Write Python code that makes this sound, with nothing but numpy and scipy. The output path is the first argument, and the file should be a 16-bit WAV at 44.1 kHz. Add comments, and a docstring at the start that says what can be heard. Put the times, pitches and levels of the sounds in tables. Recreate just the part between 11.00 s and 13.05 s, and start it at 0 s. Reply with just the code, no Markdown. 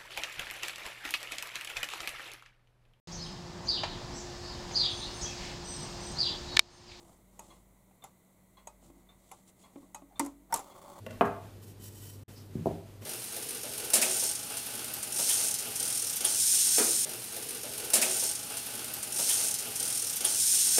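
"""Cling film in a small kitchen

A roll of cling film is let go on a wooden board, then palms smooth the film down round a glass bowl.
After a brief dropout the roll is laid on the cloth-covered table with dull knocks, while sleeves rustle.
Knocks are contact forces that ring damped modes; film and cloth are coloured noise under bell-shaped levels.
A low mains hum and faint hiss lie underneath."""
import sys
import numpy as np
from scipy import signal
from scipy.fft import rfft, irfft
from scipy.io import wavfile
from scipy.ndimage import uniform_filter1d

SR = 44100
rng = np.random.default_rng(int(sys.argv[2]) if len(sys.argv) > 2 else 0)


def store_wav(level_fs):
    """Save 16-bit WAV to argv[1]."""
    pcm = np.round(np.clip(np.atleast_2d(level_fs), -1, 1) * 32767)
    wavfile.write(sys.argv[1], SR, pcm.T.astype(np.int16))


N = 90405


def from_db(db):
    """A level in decibels is twenty times the logarithm of an amplitude ratio; return that ratio."""
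    return 10 ** (np.asarray(db) / 20)


def rms_one(x):
    """Mean power is the mean square; scale it to one."""
    return x / np.sqrt(np.mean(x ** 2) + 1e-20)


def seconds():
    """Uniform sampling: the time of every sample."""
    return np.arange(N) / SR


def decay(t, t60):
    """Exponential decay: the amplitude falls by 60 dB in t60 seconds."""
    return np.exp(-np.log(1000) * t / t60)


def at_hz(points, hz):
    """Pitch is logarithmic: interpolate a table on a log-frequency axis."""
    table_hz, values = np.array(points).T
    return np.interp(np.log(hz + 1), np.log(table_hz), values)


def colour(x, spectrum):
    """Spectral shaping: weight each frequency of a signal, then scale to unit power."""
    gain = from_db(at_hz(spectrum, np.fft.rfftfreq(N, 1 / SR)))
    return rms_one(irfft(rfft(x) * gain, N))


def lowpass(x, hz):
    """Four-pole low-pass: components above the cut-off fall by 24 dB per octave."""
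    sections = signal.butter(4, min(hz, SR / 2 - 1000), fs=SR, output="sos")
    return signal.sosfilt(sections, x + 1e-18)


def highpass(x, hz):
    """Two-pole high-pass: components below the cut-off fall by 12 dB per octave."""
    return signal.sosfilt(signal.butter(2, hz, "high", fs=SR, output="sos"), x)


def ring(x, hz, t60):
    """Damped resonance: a unit click sets a decaying sine of initial height 1 ringing."""
    radius = decay(1 / SR, t60)
    angle = 2 * np.pi * hz / SR
    return signal.lfilter([0, np.sin(angle)], [1, -2 * radius * np.cos(angle), radius ** 2], x + 1e-18)


def swells(rows):
    """Incoherent sources add in power: overlapping bells, each with its own rise and fall."""
    t = seconds()
    power = 0
    for peak_s, db, rise_s, fall_s in rows:
        width = np.where(t < peak_s, rise_s, fall_s)
        power = power + from_db(db) ** 2 * np.exp(-((t - peak_s) / width) ** 2)
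    return np.sqrt(power)


def burst(x, t60):
    """Dense mode overlap: every impulse becomes a short dying burst of noise."""
    return signal.fftconvolve(x, rng.standard_normal(N) * decay(seconds(), t60))[:N]


def radiate(x):
    """Bending waves are dispersive, highs arriving first, and small bodies radiate little deep bass."""
    bend_delay_s = 0.0012  # travel time at 1 kHz; it grows as one over the root of frequency
    hz = np.fft.rfftfreq(2 * N, 1 / SR)
    phase = np.exp(-4j * np.pi * bend_delay_s * np.sqrt(1000 * hz))
    spread = irfft(rfft(x, 2 * N) * phase)[:N]
    return highpass(spread, hz=157)


def kitchen():
    """Diffuse reverberation: noise bands, strongest in the bass, build up and decay exponentially."""
    # reverberation time of the room: f/Hz, t60/s
    room_t60 = [(100, 0.28), (400, 0.46), (800, 0.47), (1600, 0.35), (3000, 0.41), (10000, 0.51)]
    # relative strength of the echo: f/Hz, level/dB
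    room_gain = [(60, 11), (110, 14.5), (180, 1.5), (400, -2), (800, -2.5), (1700, 3), (2800, -6),
                 (8000, -11)]
    delay_s, build_s = 0.01, 0.0054
    build_cycles = 0.52  # added build-up, longest in the bass
    t = np.maximum(seconds()[:SR] - delay_s, 0)
    edges = np.geomspace(45, 16000, 18)  # about half an octave apart, Hz
    echo = 0
    for low, high in zip(edges, edges[1:]):
        centre = np.sqrt(low * high)
        sections = signal.butter(2, [low, high], "band", fs=SR, output="sos")
        band = signal.sosfilt(sections, rng.standard_normal(2 * SR))[SR:]  # settled half
        build_up = 1 - np.exp(-t / (build_s + build_cycles / low))
        band = rms_one(band * build_up * decay(t, at_hz(room_t60, centre)))
        # wider bands carry more power
        echo = echo + from_db(at_hz(room_gain, centre)) * band * np.sqrt(2 * (high - low)) / SR
    return echo


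def knocks(hits, modes, crack_db, tick_db, room_db):
    """Impact excitation: contacts, each with its own cut-off, drive modes, crack, tick and room echo."""
    force, hard = 0, 0
    for hit_s, db, cutoff_hz in hits:
        click = from_db(db) * (np.arange(N) == int(hit_s * SR))
        force = force + lowpass(click, cutoff_hz)
        hard = hard + click * cutoff_hz / 1000  # harder contacts tick more
    body = sum(from_db(db) * ring(force, hz, t60) for hz, db, t60 in modes)
    crack = from_db(crack_db) * burst(force, t60=0.052)
    tick = from_db(tick_db) * burst(hard, t60=0.037)
    direct = radiate(body + crack + tick)
    return direct + from_db(room_db) * signal.fftconvolve(direct, kitchen())[:N]


def background():
    """Stationary noise and a tone: coloured room noise and a slightly wavering mains hum."""
    # room noise spectrum: f/Hz, relative level per Hz/dB
    air = [(15, -62), (25, -50), (48, -0.5), (69, -9.5), (113, 0.5), (152, -4.5), (433, -9), (509, -14),
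           (648, -19), (1800, -29.5), (2920, -30), (4750, -30.5), (5280, -33.5), (14300, -33.5),
           (15500, -50)]
    air_db, hum_db = -53, -50.5
    hum_hz, hum_waver = 99.6, 0.057  # waver: rms share of the hum's height
    waver = 1 + hum_waver * rms_one(lowpass(rng.standard_normal(N), hz=1.7))
    hum = np.sqrt(2) * np.sin(2 * np.pi * hum_hz * seconds()) * waver
    return from_db(air_db) * colour(rng.standard_normal(N), air) + from_db(hum_db) * hum


def finger_taps():
    """Modal ringing of a tube: light finger taps on the roll sound its cardboard core."""
    # taps: t/s, strength/dB, contact cut-off f/Hz
    taps = [(0.0636, -0.5, 4250), (0.0675, 0.5, 900), (0.1075, -8, 7700), (0.1305, -20, 5000),
            (2.0205, -13, 2200)]
    # modes of the cardboard tube: f/Hz, level/dB, t60/s
    tube_modes = [(241, -47, 0.18), (542, -42.5, 0.2), (616, -36.5, 0.079), (900, -44.5, 0.021),
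                  (1100, -48.5, 0.07), (1472, -41.5, 0.03), (2035, -45, 0.032), (2740, -39, 0.019),
                  (4850, -52, 0.0094)]
    return knocks(taps, tube_modes, crack_db=-41, tick_db=-61.5, room_db=-2.5)


def cloth_rustle():
    """Fibre friction is broadband noise: sleeves and apron rustle as the arms move."""
    # rustles: peak t/s, level/dB, rise t/s, fall t/s
    rustles = [(0.11, -54.5, 0.012, 0.22), (0.255, -46.5, 0.005, 0.019), (0.44, -56.5, 0.019, 0.12),
               (1.305, -55.5, 0.028, 0.035), (1.39, -61, 0.021, 0.048), (1.56, -56, 0.035, 0.087),
               (1.69, -52.5, .04, 0.083), (1.89, -58, .03, 0.075), (2.03, -50.5, 0.011, 0.038)]
    # cloth spectrum: f/Hz, relative level per Hz/dB
    cloth = [(300, 16.5), (1000, 4.5), (2000, 2), (3100, 0), (4500, -4.5), (8000, -5.5), (15500, -9)]
    return swells(rustles) * colour(rng.standard_normal(N), cloth)


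def roll_on_board():
    """Modal ringing of coupled bodies: the roll knocks on the wooden board and both ring."""
    # knocks: t/s, strength/dB, contact cut-off f/Hz
    board_hits = [(0.2092, -1, 3060), (0.2136, 0, 2220), (0.2240, -7.5, 1610)]
    # modes of roll and board: f/Hz, level/dB, t60/s
    board_modes = [(254, -43, 0.046), (333, -33, 0.2), (404, -27, 0.11), (489, -33, 0.098),
                   (636, -30.5, 0.075), (712, -17.5, .058), (780.5, -21.5, 0.1), (882, -29, 0.071),
                   (993, -16.5, 0.032), (1092, -34, 0.088), (1154, -29, 0.034), (1194, -27, 0.086),
                   (1420, -32, 0.075), (1623, -33, .09), (1890, -36, 0.064), (2076, -34, 0.035),
                   (2502, -23.5, 0.013)]
    return knocks(board_hits, board_modes, crack_db=-25.5, tick_db=-53.5, room_db=-4)


def film():
    """Stick-slip friction: skin on film hisses in tiny slips that faintly ring the glass beneath."""
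    # palm strokes: peak t/s, level/dB, rise t/s, fall t/s
    strokes = [(0.64, -54, 0.012, 0.011), (0.695, -56, 0.033, 0.023), (0.855, -48, 0.029, 0.034),
               (0.99, -53.5, 0.051, 0.046), (1.06, -51.5, 0.035, 0.074), (1.34, -60.5, 0.08, 0.092),
               (2.033, -54, 0.013, 0.022)]
    # film hiss spectrum: f/Hz, relative level per Hz/dB
    film_spectrum = [(400, -9), (850, -35), (1400, -23), (2500, -6), (4000, -2), (5700, -0.5), (8500, 3),
                     (12000, 1), (15500, 2)]
    # modes of the rubbed glass: f/Hz, level/dB
    bowl_modes = [(1015, -23), (1500, -25.5), (1935, -20), (3070, -16.5), (5700, -17), (7990, -18.5),
                  (9010, -21), (12790, -17)]
    slips_per_s, slip_share = 2500, 0.55
    bowl_t60_s = 0.085
    grip_hz, grip_db = 61, 1.5  # the palms' grip flutters: cut-off, rms depth
    slips = rms_one(rng.standard_normal(N) * (rng.random(N) < slips_per_s / SR))
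    friction = rng.standard_normal(N) + slip_share * slips
    glass = sum(from_db(db) * rms_one(ring(friction, hz, bowl_t60_s)) for hz, db in bowl_modes)
    grip = from_db(grip_db * rms_one(lowpass(rng.standard_normal(N), grip_hz)))
    return swells(strokes) * grip * (colour(friction, film_spectrum) + glass)


def roll_slip():
    """Resonance-filtered friction: the roll slips once in the hand, a short band of noise."""
    hz, t60_s = 5200, 0.0013
    peak_s, level_db, rise_s, fall_s = 1.368, -59.5, 0.008, 0.042
    noise = ring(ring(rng.standard_normal(N), hz, t60_s), hz, t60_s)
    return swells([(peak_s, level_db, rise_s, fall_s)]) * rms_one(noise)


def roll_on_table():
    """Soft contacts excite few highs: one end judders down on the tablecloth, then the other drops."""
    # knocks: t/s, strength/dB, contact cut-off f/Hz
    table_hits = [(1.5515, -1.5, 280), (1.5650, -18, 262), (1.5785, -22, 260), (1.5915, -13, 240),
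                  (1.6045, -18, 221), (1.6568, -3.5, 835), (1.6662, -4.5, 830), (1.6692, -3, 780)]
    # modes of roll and table: f/Hz, level/dB, t60/s
    table_modes = [(91, -55, .08), (170.6, -29.5, 0.22), (240, -27, 0.083), (296, -34.5, 0.15),
                   (388.7, -20.5, 0.06), (493, -24, 0.074), (565, -24.5, 0.023), (674, -19, 0.035),
                   (784, -26, 0.06), (913, -35, .07)]
    return knocks(table_hits, table_modes, crack_db=-41, tick_db=-47, room_db=-6)


def scene():
    """Superposition: the pressures of all sources add at one microphone."""
    impacts = finger_taps() + roll_on_board() + roll_on_table()
    rubbing = cloth_rustle() + film() + roll_slip()
    return (background() + impacts + rubbing)[None]


def record(dry):
    """Gating and band limiting: a brief dropout leaves only a trace of bass; the top is cut."""
    dropout_s, dropout_end_s, dropout_db = 1.235, 1.281, -36
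    cutoff_hz = 15450
    t = seconds()
    gap = ((t > dropout_s) & (t < dropout_end_s)) * 1.0
    gap = uniform_filter1d(gap, size=128)  # short crossfades
    trace = from_db(dropout_db) * lowpass(dry, hz=300)
    x = dry * (1 - gap) + gap * trace
    return signal.sosfilt(signal.ellip(10, 0.2, 70, cutoff_hz, fs=SR, output="sos"), x)


dry = scene()
out = record(dry)
store_wav(out)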